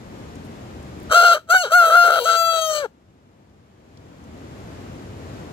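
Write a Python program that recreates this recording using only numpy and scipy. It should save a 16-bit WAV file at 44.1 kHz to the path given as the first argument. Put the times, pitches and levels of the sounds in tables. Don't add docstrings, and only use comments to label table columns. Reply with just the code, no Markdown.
import sys
import numpy as np
from scipy import signal
from scipy.fft import rfft, irfft, next_fast_len
from scipy.io import wavfile
from scipy.ndimage import uniform_filter1d, minimum_filter1d

SR = 44100
rng = np.random.default_rng(int(sys.argv[2]) if len(sys.argv) > 2 else 0)


def to_wav(sig):
    pcm = np.clip(np.atleast_2d(sig), -1, 1) * 32767
    pcm = np.round(pcm).astype(np.int16)
    wavfile.write(sys.argv[1], SR, pcm.T)


N = 243782
TIME = np.arange(N) / SR
SIZE = next_fast_len(N)
BINS = np.maximum(np.arange(SIZE // 2 + 1) * SR / SIZE, 1)

# start (full pressure) in seconds, end in seconds, beak closing before the end in seconds,
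# release to -60 dB in seconds, relative level in dB, then extra dB of throat, mouth and beak.
NOTES = [(1.127, 1.351, .015, .1, -19.5, -.5, 3, 1), (1.503, 1.569, 0.0012, .07, -21, 1.5, -1.5, .5),
         (1.58, 1.63, 0.0058, 0.28, -27.5, -6.5, 7, 6), (1.64, 1.642, .028, 0.15, -21.5, 2.5, 2.5, -1),
         (1.718, 2.079, 0.00082, 0.47, -20.5, 1.5, -3, -2.5),
         (2.094, 2.263, .001, 0.02, -22.5, -3, 1.5, -5.5),
         (2.246, 2.595, 0.00089, 0.19, -25.5, 3.5, 4.5, 3.5), (2.616, 2.861, 0.087, 0.01, -25.5, 2.5, 2, 6)]
BREAK_START_S, BREAK_END_S = 2.192, 2.256


def undb(db):
    return 10 ** (np.asarray(db) / 20)


def unit(x):
    return x / np.sqrt(np.mean(x ** 2))


def curve(points):
    s, value = np.transpose(points)
    return np.interp(TIME, s, value)


def across(points):
    hz, value = np.transpose(points)
    return np.interp(np.log(BINS), np.log(hz), value)


def shape(x, response):
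    return irfft(rfft(x, SIZE) * response, SIZE)[..., :N]


def resonances(modes):
    return sum(undb(db) / (1 + 1j * (BINS ** 2 - hz ** 2) / (BINS * width)) ** 2 for hz, width, db in modes)


def noise():
    return rng.standard_normal(N)


def flutter(top_hz):
    return unit(shape(noise(), 1 / (1 + (BINS / top_hz) ** 4)))


def steady(x, count=700):
    power = uniform_filter1d(uniform_filter1d(x ** 2, count), count)
    return x / np.sqrt(np.maximum(power, 1e-12))


def stretches(rows, switch_s=0.02):
    total = 0
    for start, end, value in rows:
        inside_s = np.minimum(TIME - start, end - TIME)
        total = total + value * np.clip(inside_s / switch_s + .5, 0, 1)
    return total


def rush(start_db=-38, rise_db_per_s=0.33, lag_s=0.00042, left_db=2, waver_db=0.62):
    # frequency in Hz, relative density in dB per Hz.
    spectrum = [(15, -55), (25, -23), (52, -10.5), (75, 1), (169, -4), (240, -3), (445, -10), (552, -11),
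                (1050, -18.5), (1710, -23.5), (5430, -34.5), (7300, -35.5), (9050, -44), (12500, -44),
                (15500, -60)]
    # frequency in Hz, share of the power common to both (0-1).
    common_share = [(60, 0.97), (300, 0.93), (1000, 0.3), (4000, 0.071), (12000, 0.28)]
    common = np.clip(across(common_share), 0, 1)
    right_delay = np.exp(-2j * np.pi * BINS * lag_s)
    direct = shape(noise(), np.sqrt(common) * np.array([np.ones_like(BINS), right_delay]))
    diffuse = shape(np.array([noise(), noise()]), np.sqrt(1 - common))
    treble_lift_db = 0.83 * BINS / (BINS + 600)
    air = unit(shape(direct + diffuse, undb(across(spectrum) + treble_lift_db)))
    level_db = start_db + rise_db_per_s * TIME + waver_db * flutter(3.0)
    return air * undb(level_db + np.array([[left_db], [-left_db]]) / 2)


def straw(spread=0.72):
    # start in seconds, peak before the gain control in dB, pitch in Hz,
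    # decay of the exciting burst in seconds.
    ticks = [(0.356, -37.5, 6670, 0.0034), (.4465, -48, 9000, 0.024), (.8286, -41, 7940, 0.0028),
             (1.001, -37, 9300, 0.0014), (1.0283, -41, 12000, 0.0061), (3.4968, -42, 4500, 0.0043),
             (3.9728, -30.5, 3960, 0.0036), (4.239, -40.5, 6430, 0.0054), (4.9968, -46, 4500, .003)]
    out = np.zeros((2, N))
    for s, db, hz, decay_s in ticks:
        envelope = np.exp(-np.abs(TIME - s) / decay_s) * (TIME >= s)
        burst = envelope * np.array([noise(), noise()])
        tick = shape(burst, resonances([(hz, spread * hz, 0)]))
        out += undb(db) * tick / np.abs(tick).max()
    return out


def pressure_db(start, end, release_s, attack_db_per_s=1500.5):
    attack_db = -attack_db_per_s * np.maximum(start - TIME, 0)
    return attack_db - 60 * np.maximum(TIME - end, 0) / release_s


def voice(break_hz=475.5, break_steepness=5, clean_rough=0.022, falter_rough=0.6):
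    # time in seconds, pitch in Hz.
    syllables = [
        [(1.135, 636.7), (1.157, 701), (1.207, 692.3), (1.245, 705.4), (1.273, 690.4), (1.335, 681),
         (1.345, 608), (1.36, 602)],
        [(1.5, 657.4), (1.54, 758.5), (1.6, 725.6), (1.62, 712), (1.636, 635), (1.644, 576), (1.656, 460),
         (1.668, 389)],
        [(1.715, 635), (1.755, 724), (1.825, 678.4), (1.899, 642.6), (1.961, 699.4), (2.063, 690.6),
         (2.158, 683.7)],
        [(2.26, 661), (2.3, 672.2), (2.48, 665), (2.67, 633), (2.81, 588.3), (2.834, 548), (2.836, 540.1),
         (2.848, 469), (2.875, 346)],
    ]
    # start in seconds, end in seconds, added roughness (0-1).
    hoarse = [(1.10, 1.143, 0.77), (1.143, 1.335, 0.19), (1.335, 1.39, 0.44), (1.533, 1.552, 0.22),
              (1.635, 1.725, 0.37), (1.812, 1.965, 0.27), (2.04, 2.09, .3), (2.09, 2.197, 0.6),
              (2.197, 2.25, 0.16), (2.25, 2.36, .25), (2.53, 2.59, 0.17), (2.69, 2.86, 0.15)]
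    through = (2 * TIME - BREAK_START_S - BREAK_END_S) / (BREAK_END_S - BREAK_START_S)
    broken = 1 - np.minimum(np.abs(through), 1) ** break_steepness
    sung_hz = curve([point for syllable in syllables for point in syllable])
    hz = sung_hz + broken * (break_hz - sung_hz)
    notes_db = [pressure_db(start, end, release_s) for start, end, _, release_s, *_ in NOTES]
    pressure = undb(np.max(notes_db, axis=0))
    rough = clean_rough + stretches(hoarse) + falter_rough * (1 - pressure) ** 2
    return hz, np.clip(rough, 0, 1), broken


def cracks(crack_s=0.002):
    # centre in seconds, depth (0-1).
    slips = [(1.133, 0.68), (1.23, 0.88), (1.243, 0.87), (1.543, 0.77), (1.843, 0.44), (1.903, 0.78),
             (1.962, 0.6), (2.04, 0.4), (2.083, 0.71), (2.1, .8)]
    return np.clip(sum(depth * np.exp(-((TIME - s) / crack_s) ** 2) for s, depth in slips), 0, .95)


def beating(break_beat_hz=168.6, rise_hz_per_s=200):
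    # start in seconds, end in seconds, depth (0-1).
    beats = [(2.09, 2.195, .42), (2.258, 2.365, 0.45)]
    beat_hz = break_beat_hz + rise_hz_per_s * (TIME - BREAK_START_S)
    beat_cycles = np.cumsum(beat_hz * (1 + 0.059 * flutter(54))) / SR
    return 1 + stretches(beats) * np.cos(2 * np.pi * beat_cycles)


def syrinx(hz, rough, crack_slip=0.24, shimmer=1.0, crack_rasp=4.5, limp=0.015, count=36):
    slip, jitter, rasp_db, air_db = .042, .07, -15, -45
    crack = cracks()
    hz = hz * (1 + 0.00088 * flutter(40) + slip * rough * flutter(110) - crack_slip * crack ** 2)
    phase = 2 * np.pi * (np.cumsum(hz) / SR + jitter * rough * flutter(280))
    phase = phase + limp * flutter(6.4) * np.cos(phase / 2)
    pulses = sum(np.cos(k * phase) * (k * hz < SR / 2) for k in range(1, count))
    size = np.exp(-shimmer * rough * flutter(160) ** 2) * (1 - crack) * beating()
    jet = unit(noise() * (1 + 0.21 * np.cos(phase)))
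    jet_gain = undb(rasp_db) * (rough + crack_rasp * crack) + undb(air_db)
    return unit(pulses) * size + jet_gain * jet


def cavity(source, modes, rough, most_strain=.72, strain_rough=0.2):
    strain = min(most_strain, 1) * np.tanh(rough / strain_rough)
    strained = shape(source, resonances([(hz, width, db) for hz, width, db, _ in modes]))
    eased = shape(source, resonances([(hz, width, db) for hz, width, _, db in modes]))
    return steady(strain * strained + (1 - strain) * eased)


def note_levels(start, end, closing_s, release_s, level_db, throat_db, mouth_db, beak_db):
    sag_db_per_s, closing_db_per_s = 2, 292
    bite_db, bite_s = 3.5, 0.045
    age = np.maximum(TIME - start, 0)
    body = level_db + pressure_db(start, end, release_s) - sag_db_per_s * age
    muffled = body - closing_db_per_s * np.clip(TIME - end + closing_s, 0, closing_s)
    treble = muffled + bite_db * np.exp(-age / bite_s)
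    return [body, body + throat_db, muffled + mouth_db, treble + beak_db, treble]


def rooster(windpipe_db=0, throat_db=9.5, mouth_db=-8, beak_db=-14, edge_db=-18.5, lowest_hz=350):
    # frequency in Hz, width in Hz (before squaring),
    # relative level in dB when strained, relative level in dB when at ease.
    windpipe = [(554.4, 350, 4, -1.5)]
    throat = [(1414, 328, 0.00052, 0.0048)]
    mouth = [(2310, 53, -9.5, 4.5), (2890, 200, -7.5, 1.5), (3102, 180, 4, 3), (3934, 210, 2.5, -5),
             (4310, 110, -4, 3), (4570, 390, -12, -1.5)]
    beak = [(5700, 230, 3.5, -9), (6368, 480, 0.5, 4.5), (7280, 486, -5.5, -2), (7800, 270, 0.7, 2)]
    edge = [(9250, 520, 1.5, -3.5), (10950, 1200, -3.5, -1), (11850, 550, 0, 6), (13350, 540, -2.5, 3),
            (14860, 1400, -6, -6.5)]
    # centre in Hz, half-width in Hz, depth (0-1).
    hollows = [(1990, 165, 0.59), (2478, 79, 0.74), (3624, 61, 0.8), (5340, 83, 0.86)]
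    hz, rough, broken = voice()
    response = 1 / np.sqrt(1 + (lowest_hz / BINS) ** 8)
    for centre, half_width, depth in hollows:
        response = response * (1 - min(depth, 1) / (1 + ((BINS - centre) / half_width) ** 4))
    source = shape(syrinx(hz, rough), response)
    swells_db = np.max([note_levels(*note) for note in NOTES], axis=0)
    break_db = -5 * broken
    bright_db = 2.5 * np.exp(-rough / .08)
    detuned_db = np.clip(0.32 * (687.2 - hz), 0, 23.5) * (1 - rough)
    airway = [(windpipe, windpipe_db + break_db),
              (throat, throat_db + break_db - detuned_db),
              (mouth, mouth_db + break_db),
              (beak, beak_db + bright_db),
              (edge, edge_db + bright_db)]
    waver_db, waver_hz = 1.2, 20
    out = 0
    for (modes, group_db), swell_db in zip(airway, swells_db):
        gain = undb(group_db + swell_db + waver_db * flutter(waver_hz))
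        out = out + uniform_filter1d(gain, size=220) * cavity(source, modes, rough)
    return out


def ports(x):
    # frequency in Hz, radians by which the left port leads.
    left_lead = [(100, -1), (700, 0.64), (1150, 0.7), (1380, 0.56), (2000, 4), (2700, 4), (3600, 4.5),
                 (4500, 7.5), (5600, 10.5), (7000, 11), (8500, 16), (16000, 25)]
    # frequency in Hz, left minus right in dB before he leans.
    balance = [(300, 2.4), (700, 2.8), (1350, 4.8), (1600, 1), (2200, 6), (2750, 3.1), (3600, 3), (4600, 5),
               (6400, 2), (8000, 3), (12000, 4), (15000, 10)]
    tilt_db = across(balance) / 2
    left = shape(x, undb(tilt_db))
    right = shape(x, undb(-tilt_db) * np.exp(-1j * across(left_lead)))
    return np.array([left, right])


def lean(crow):
    # time in seconds, added left minus right in dB.
    leaning = [(1.9, -1), (2.55, 4.5)]
    lean_db = curve(leaning)
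    return crow * undb(np.array([lean_db, -lean_db]) / 2)


def coop(x, first_s=0.0016, late_db=-15, near_t60_s=0.06, coop_t60_s=0.23):
    # frequency in Hz, echo level in dB relative to the crow.
    echo_tone = [(600, -20), (1400, -19), (3000, -11), (7000, -9), (14000, -6)]
    flurry = undb(-60 * TIME / near_t60_s)
    late = undb(late_db - 60 * TIME / coop_t60_s)
    tail = (flurry + late) * (TIME > first_s)
    echoes = np.array([noise() * tail, noise() * tail]) / np.sqrt(np.sum(tail ** 2))
    return shape(x, rfft(echoes, SIZE) * undb(across(echo_tone)))


def scene(crow_db=17):
    crow = lean(ports(undb(crow_db) * rooster()))
    return rush() + straw() + crow + coop(crow)


def gain_control(x, threshold_db=-27, range_db=16.5, hold_s=0.76, release_db_per_s=17, attack_s=0.009):
    power = uniform_filter1d(np.mean(x ** 2, axis=0), size=256)
    excess = np.clip(10 * np.log10(np.maximum(power, 1e-12)) - threshold_db, 0, range_db)
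    half = int(hold_s * SR / 2)
    held = -minimum_filter1d(-excess, 2 * half + 1, origin=half, mode="nearest")
    recovery = release_db_per_s * TIME
    cut_db = np.maximum.accumulate(held + recovery) - recovery
    pole = np.exp(-1 / (attack_s * SR))
    return x * undb(-signal.lfilter([1 - pole], [1, -pole], cut_db))


def record(dry, top_hz=15850):
    loud = np.clip(gain_control(dry), -1, 1)
    return signal.sosfilt(signal.ellip(10, .1, 80, top_hz, fs=SR, output="sos"), loud)


dry = scene()
out = record(dry)
to_wav(out)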